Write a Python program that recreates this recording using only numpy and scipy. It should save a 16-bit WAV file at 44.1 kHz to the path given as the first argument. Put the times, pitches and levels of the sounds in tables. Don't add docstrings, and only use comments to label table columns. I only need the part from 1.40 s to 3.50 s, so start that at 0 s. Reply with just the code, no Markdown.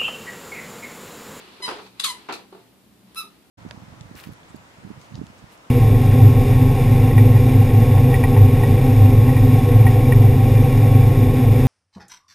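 import sys
import numpy as np
from scipy import signal
from scipy.fft import rfft, irfft
from scipy.io import wavfile

SR = 44100
rng = np.random.default_rng(int(sys.argv[2]) if len(sys.argv) > 2 else 0)


def digitize_waveform(pressure):
    field = np.atleast_2d(pressure).T
    bounded = np.clip(field, -1, 1)
    quanta = np.round(bounded * 32767).astype(np.int16)
    wavfile.write(sys.argv[1], SR, quanta)


N = 92610

# frequency in Hz, left-right likeness from 0 to 1.
LIKENESS = [(50, 0.33), (250, 0.57), (600, 0.83), (1200, 0.15), (2500, 0.16), (6000, 0)]
# frequency in Hz, T60 in seconds.
ROOM_T60_S = [(150, 0.31), (500, 0.46), (1000, 0.24), (4000, 0.22), (8000, 0.21), (14000, 0.21)]
# frequency in Hz, level in dB.
HUM_TONES = [(118.4, -69.5), (188.4, -62), (214, -66)]
# frequency in Hz, relative density in dB.
AIR_COLOUR = [(35, -56), (58, 0), (82, -7.5), (115, -6), (150, -2), (200, -5), (260, 1.5), (340, -2),
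              (520, -11), (900, -11.5), (1600, -17), (4000, -18.5), (6300, -24), (10000, -21.5),
              (14500, -22)]
SCUFF_COLOUR = [(150, -12.5), (380, 7.5), (600, -4), (950, 4), (1500, -1.5), (2700, -0.5), (4400, -2),
                (5800, -13.5), (10000, -18.5), (14500, -35)]
SLAP_COLOUR = [(150, -52), (600, 10), (1300, 4), (1900, -8), (3300, -8), (4450, -1), (5300, -20),
               (14000, -27)]
BODY_COLOUR = [(50, -54), (100, -37), (200, -2), (330, 2.5), (640, -4), (980, 6), (1100, 0), (1380, 2.5),
               (1650, -6), (2800, -8), (4000, -14.5), (7000, -31.5), (14000, -67)]
CLACK_COLOUR = [(200, -25), (900, -11), (1900, -18), (2480, 5), (3050, -12), (3700, 0), (4000, 1),
                (4320, 2), (5200, -8.5), (9500, -14), (14000, -21)]
TICK_COLOUR = [(1000, 2), (4000, -3), (8000, -5), (11000, 8), (14000, -12)]
# time in seconds, level in dB.
SCUFF_DB = [(0, -45), (.07, -48), (.13, -49.5), (.21, -49.5), (.3, -38), (.41, -46), (0.444, -61),
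            (0.468, -46.5), (0.509, -64.5), (.6, -51), (.8, -49), (.87, -53), (1.0, -49.5), (1.08, -62.5),
            (1.19, -58), (1.3, -67), (1.58, -83), (1.702, -61), (1.949, -61), (2.1, -70)]
# start in seconds, level in dB.
STEPS = [(.203, -35.5), (0.282, -28.5), (.334, -33.5), (0.907, -44.5), (1.1252, -33.5), (1.149, -38),
         (1.839, -43.5)]
# frequency in Hz, gain in dB, T60 in seconds.
FLOOR_MODES = [(205, -32, 0.13), (395, 1, 0.066), (474, -4.5, 0.02), (671, -12.5, 0.069),
               (886, -8.5, 0.075), (1130, -16, 0.092), (1356, -10, 0.042)]
# time in seconds, slip rate in Hz, level in dB, rasp over tone in dB.
LEVEL_SQUEAK = [(.219, 988, -68, -12), (.223, 1005, -33.5, -25), (.238, 1008, -26.5, -25),
                (.258, 1007, -29, -16.5), (.267, 985, -31, -4), (.277, 977, -51, 5)]
CHIRP = [(.595, 1456, -45, 3), (.5985, 1333, -20.5, 3), (.6025, 1267, -20, 9.7), (.6035, 1213, -34, 7),
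         (.61, 1157, -27, 6.3)]
FALLING_SQUEAK = [(.635, 4665, -34, -8), (.6405, 3770, -17.5, -10), (.6432, 3236, -20.5, -1.5),
                  (.6445, 1352, -16.5, -0.5), (.654, 1162, -20.5, -2.5), (.664, 1095, -26.5, -9.5),
                  (.680, 1048, -29.5, -10), (.705, 1011, -28.5, -14.5), (.717, 980, -33.5, -24),
                  (.729, 948, -48, -16)]
LATE_SQUEAK = [(1.753, 1337, -58, 1), (1.762, 1332, -41.5, -15), (1.779, 1325, -28.5, -19.5),
               (1.795, 1327, -28, -22), (1.812, 1315, -35, -20), (1.826, 1308, -44, -9)]
LATE_SLIDE = [(1.757, 1233, -43, 3.5), (1.792, 1296, -48, -6), (1.808, 1275, -34, -11.5),
              (1.822, 1242, -44.5, -12), (1.838, 1204, -46, -10)]
# frequency in Hz, relative level of a partial there in dB.
LEVEL_COLOUR = [(1000, -3.5), (2000, -1.5), (3000, -2.5), (4000, 0.5), (5000, 1), (6000, -13), (7000, -14),
                (8000, -16), (9000, -13), (10000, -8), (11100, -13.5), (13000, -40)]
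CHIRP_COLOUR = [(1250, -6), (1900, -9.5), (2550, -13.5), (2780, 5), (3080, -21), (3480, 7), (3750, -5.5),
                (3940, 7.5), (4200, -13), (4500, 4.5), (5400, -13.5), (7000, -8.5), (9600, -7.5),
                (14000, -26)]
FALLING_COLOUR = [(1000, 1.5), (1150, -2.5), (1330, -7), (2050, -5.5), (2450, -7.5), (3080, -4), (3500, 1),
                  (3930, .5), (4500, 1), (5400, -11), (7200, -7), (10000, -7), (12000, -14.5), (14500, -23)]
LATE_COLOUR = [(1000, -1.5), (1320, -4.5), (1650, -16), (2640, -6.5), (2950, -13), (3960, -5), (5280, -11),
               (6600, -23.5), (7900, -23.5), (9250, -10.5), (10560, -9), (11900, -14), (14500, -31)]
# gesture, spectrum, shimmer as a share, room tail in dB.
SQUEAKS = [(LEVEL_SQUEAK, LEVEL_COLOUR, 0.36, -1.5), (CHIRP, CHIRP_COLOUR, 0.34, -4.1),
           (FALLING_SQUEAK, FALLING_COLOUR, 0.3, -4), (LATE_SQUEAK, LATE_COLOUR, 0.058, -8.5),
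           (LATE_SLIDE, LATE_COLOUR, 0.66, -3)]
# share of the squeak spectrum's lowest frequency, level in dB.
RUB_LOW_CUT_DB = [(.25, -60), (.55, -42), (.78, -52)]
# frequency in Hz, left lead in radians.
PORT_LEAD_RAD = [(1000, 0.4), (1320, 0.54), (2050, 1.44), (2640, 1.5), (3050, 0.5), (4000, 1.55),
                 (5100, -1.4), (7000, -1.5), (10000, -1.77)]
# start in seconds, body level in dB, clack level in dB, decay in seconds.
KNOCKS = [(.2795, -25, -36, 0.013), (.288, -26.5, -40, 0.016), (0.301, -53, -47, 0.015),
          (.311, -29, -42, 0.014), (0.334, -38, -62, 0.026), (.386, -36, -58, 0.019),
          (0.416, -56, -50.5, 0.074), (0.8874, -26, -51, 0.022), (.898, -27, -55, 0.01),
          (.909, -29.5, -67, 0.012), (.924, -33.5, -33, 0.018), (.937, -57, -31, 0.011),
          (.957, -45, -47, 0.0078)]
# start in seconds, level in dB.
TICKS = [(1.7467, -39.5)]
# frequency in Hz, left over right in dB.
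BALANCE_DB = [(200, 0), (600, 0.5), (1500, 1.5), (4000, -1), (6500, 3), (10000, 1.5), (14000, 2)]

BAND_LIMIT_HZ = 14600


def amp(db):
    return 10 ** (np.asarray(db) / 20)


def unit(x):
    return x / np.sqrt(np.mean(x ** 2) + 1e-20)


def read(table, hz):
    table_hz, value = np.transpose(table)
    return np.interp(np.log(hz + 1), np.log(table_hz + 1), value)


def bins_hz(x):
    return np.fft.rfftfreq(x.shape[-1], 1 / SR)


def coloured(x, colour):
    return unit(irfft(rfft(x) * amp(read(colour, bins_hz(x))), x.shape[-1]))


def paired(x):
    left, other = rfft(x)
    likeness = read(LIKENESS, bins_hz(x))
    right = likeness * left + np.sqrt(1 - likeness ** 2) * other
    return irfft(np.array([left, right]), x.shape[-1])


def diffuse_noise(size):
    return paired(rng.standard_normal((2, size)))


def waver(size, cutoff_hz):
    noise = rng.standard_normal(N)
    lowpass = np.exp(-(bins_hz(noise) / cutoff_hz) ** 2)
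    return unit(irfft(rfft(noise) * lowpass, N))[:size]


def room(x, wet_db, onset_s=0.0049):
    hz, frame_s, spectra = signal.stft(diffuse_noise(SR), SR, nperseg=256)
    decay = amp(-60 * frame_s / read(ROOM_T60_S, hz)[:, None])
    response = signal.istft(spectra * decay, SR, nperseg=256)[1]
    t = np.arange(response.shape[1]) / SR
    response *= 1 - np.exp(-(t / onset_s) ** 2)
    response *= amp(wet_db) / np.linalg.norm(response, axis=1, keepdims=True)
    response[:, 0] += 1
    return signal.fftconvolve(x, response / np.linalg.norm(response[0]), axes=1)[:, :N]


def air(noise_db=-56, wobble_hz=7):
    t = np.arange(N) / SR
    hum = np.zeros(N)
    for hz, db in HUM_TONES:
        swell = 1 + waver(N, wobble_hz)
        hum += amp(db) * unit(swell * np.sin(2 * np.pi * hz * t + waver(N, wobble_hz)))
    return hum + amp(noise_db) * coloured(diffuse_noise(N), AIR_COLOUR)


def scuffing(grain_db=0.7, grain_hz=120):
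    level_db = np.interp(np.arange(N) / SR, *np.transpose(SCUFF_DB)) + grain_db * waver(N, grain_hz)
    return amp(level_db) * coloured(diffuse_noise(N), SCUFF_COLOUR)


def footfalls(rise_s=0.0012, slap_db=-10, slap_decay_s=0.011):
    out, t = np.zeros((2, N)), np.arange(SR // 2) / SR
    ring = sum(amp(db - 60 * t / t60_s) * np.cos(2 * np.pi * hz * t) for hz, db, t60_s in FLOOR_MODES)
    ring *= 1 - np.exp(-t / rise_s)
    for start_s, db in STEPS:
        slap = coloured(diffuse_noise(len(t)), SLAP_COLOUR) * np.exp(-t / slap_decay_s)
        add(out, start_s, amp(db) * (ring + amp(slap_db) * slap))
    return out


def slip_tone(t, slip_hz, cycles, colour, shimmer, spread_cycles_per_octave,
              shimmer_hz=142, dull_db_per_octave_s=-35, fade_db_per_order=-4):
    order = np.arange(1, 16)[:, None]
    partial_hz, octaves = order * slip_hz, np.log2(order)
    dull_db = dull_db_per_octave_s * (t - t.mean()) * octaves
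    purity = np.interp(slip_hz, [1750, 3000], [0, 1])
    fade_db = fade_db_per_order * (order - 1) * purity
    gains = amp(read(colour, partial_hz) + dull_db + fade_db) * (partial_hz < BAND_LIMIT_HZ)
    gains /= np.sqrt((gains ** 2).sum(0) / 2)
    gains *= 1 + shimmer * np.array([waver(len(t), shimmer_hz) for _ in order])
    phase_rad = 2 * np.pi * order * (cycles - spread_cycles_per_octave * octaves)
    lead_rad = read(PORT_LEAD_RAD, partial_hz)
    return np.array([(gains * np.cos(phase_rad + side * lead_rad / 2)).sum(0) for side in (1, -1)])


def squeak(gesture, colour, shimmer, snag_share=0.0271, snag_hz=330, spread_s_per_octave=0.0007):
    time_s, rate_hz, level_db, rasp_db = np.transpose(gesture)
    t = np.arange(time_s[0], time_s[-1], 1 / SR)
    level = amp(np.interp(t, time_s, level_db))
    rasp = amp(np.interp(t, time_s, rasp_db))
    slowing = snag_share * np.minimum(rasp, 1) * waver(len(t), snag_hz) ** 2
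    slip_hz = np.interp(t, time_s, rate_hz) * (1 - slowing)
    cycles = np.cumsum(slip_hz) / SR
    tone = slip_tone(t, slip_hz, cycles, colour, shimmer, spread_s_per_octave * rate_hz[-1])
    puffs = diffuse_noise(N)[:, :len(t)] * (1 + np.cos(2 * np.pi * cycles))
    low_cut = [(share * colour[0][0], db) for share, db in RUB_LOW_CUT_DB]
    rub = coloured(puffs, low_cut + colour)
    out = np.zeros((2, N))
    add(out, time_s[0], level * (tone + rasp * rub) / np.sqrt(1 + rasp ** 2))
    return out


def walker(rise_s=0.00045, contacts_per_s=2500, low_cut_hz=150):
    out, t = np.zeros((2, N)), np.arange(SR // 2) / SR
    for start_s, body_db, clack_db, decay_s in KNOCKS:
        envelope = np.minimum(t / rise_s, 1) * np.exp(-t / decay_s)
        for db, colour in (body_db, BODY_COLOUR), (clack_db, CLACK_COLOUR):
            noise = rng.standard_normal((2, len(t)))
            contacts = unit(1. 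* (rng.random(len(t)) < contacts_per_s / SR))
            rattle = coloured(paired(noise * (1 + contacts)), colour)
            add(out, start_s, amp(db) * envelope * rattle)
    return signal.sosfilt(signal.butter(2, low_cut_hz, "highpass", fs=SR, output="sos"), out)


def sole_tick(decay_s=0.003):
    out, t = np.zeros((2, N)), np.arange(SR // 20) / SR
    for start_s, db in TICKS:
        noise = coloured(rng.standard_normal((2, len(t))), TICK_COLOUR)
        add(out, start_s, amp(db) * np.exp(-t / decay_s) * noise)
    return out


def add(mix, start_s, sound):
    part = mix[:, round(start_s * SR):][:, :sound.shape[-1]]
    part += sound[..., :part.shape[1]]


def scene():
    squeaks = sum(room(squeak(gesture, colour, shimmer), wet_db)
                  for gesture, colour, shimmer, wet_db in SQUEAKS)
    shoes = squeaks + sole_tick() + room(footfalls(), wet_db=-3)
    return shoes + room(walker(), wet_db=-5.5) + scuffing() + air()


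def record(dry):
    tilt_db = np.array([[0.5], [-0.5]]) * read(BALANCE_DB, bins_hz(dry))
    ports = irfft(rfft(dry) * amp(tilt_db), N)
    lowpass = signal.firwin(255, BAND_LIMIT_HZ, window=("kaiser", 9), fs=SR)
    return signal.oaconvolve(ports, lowpass[None], "same")


dry = scene()
out = record(dry)
digitize_waveform(out)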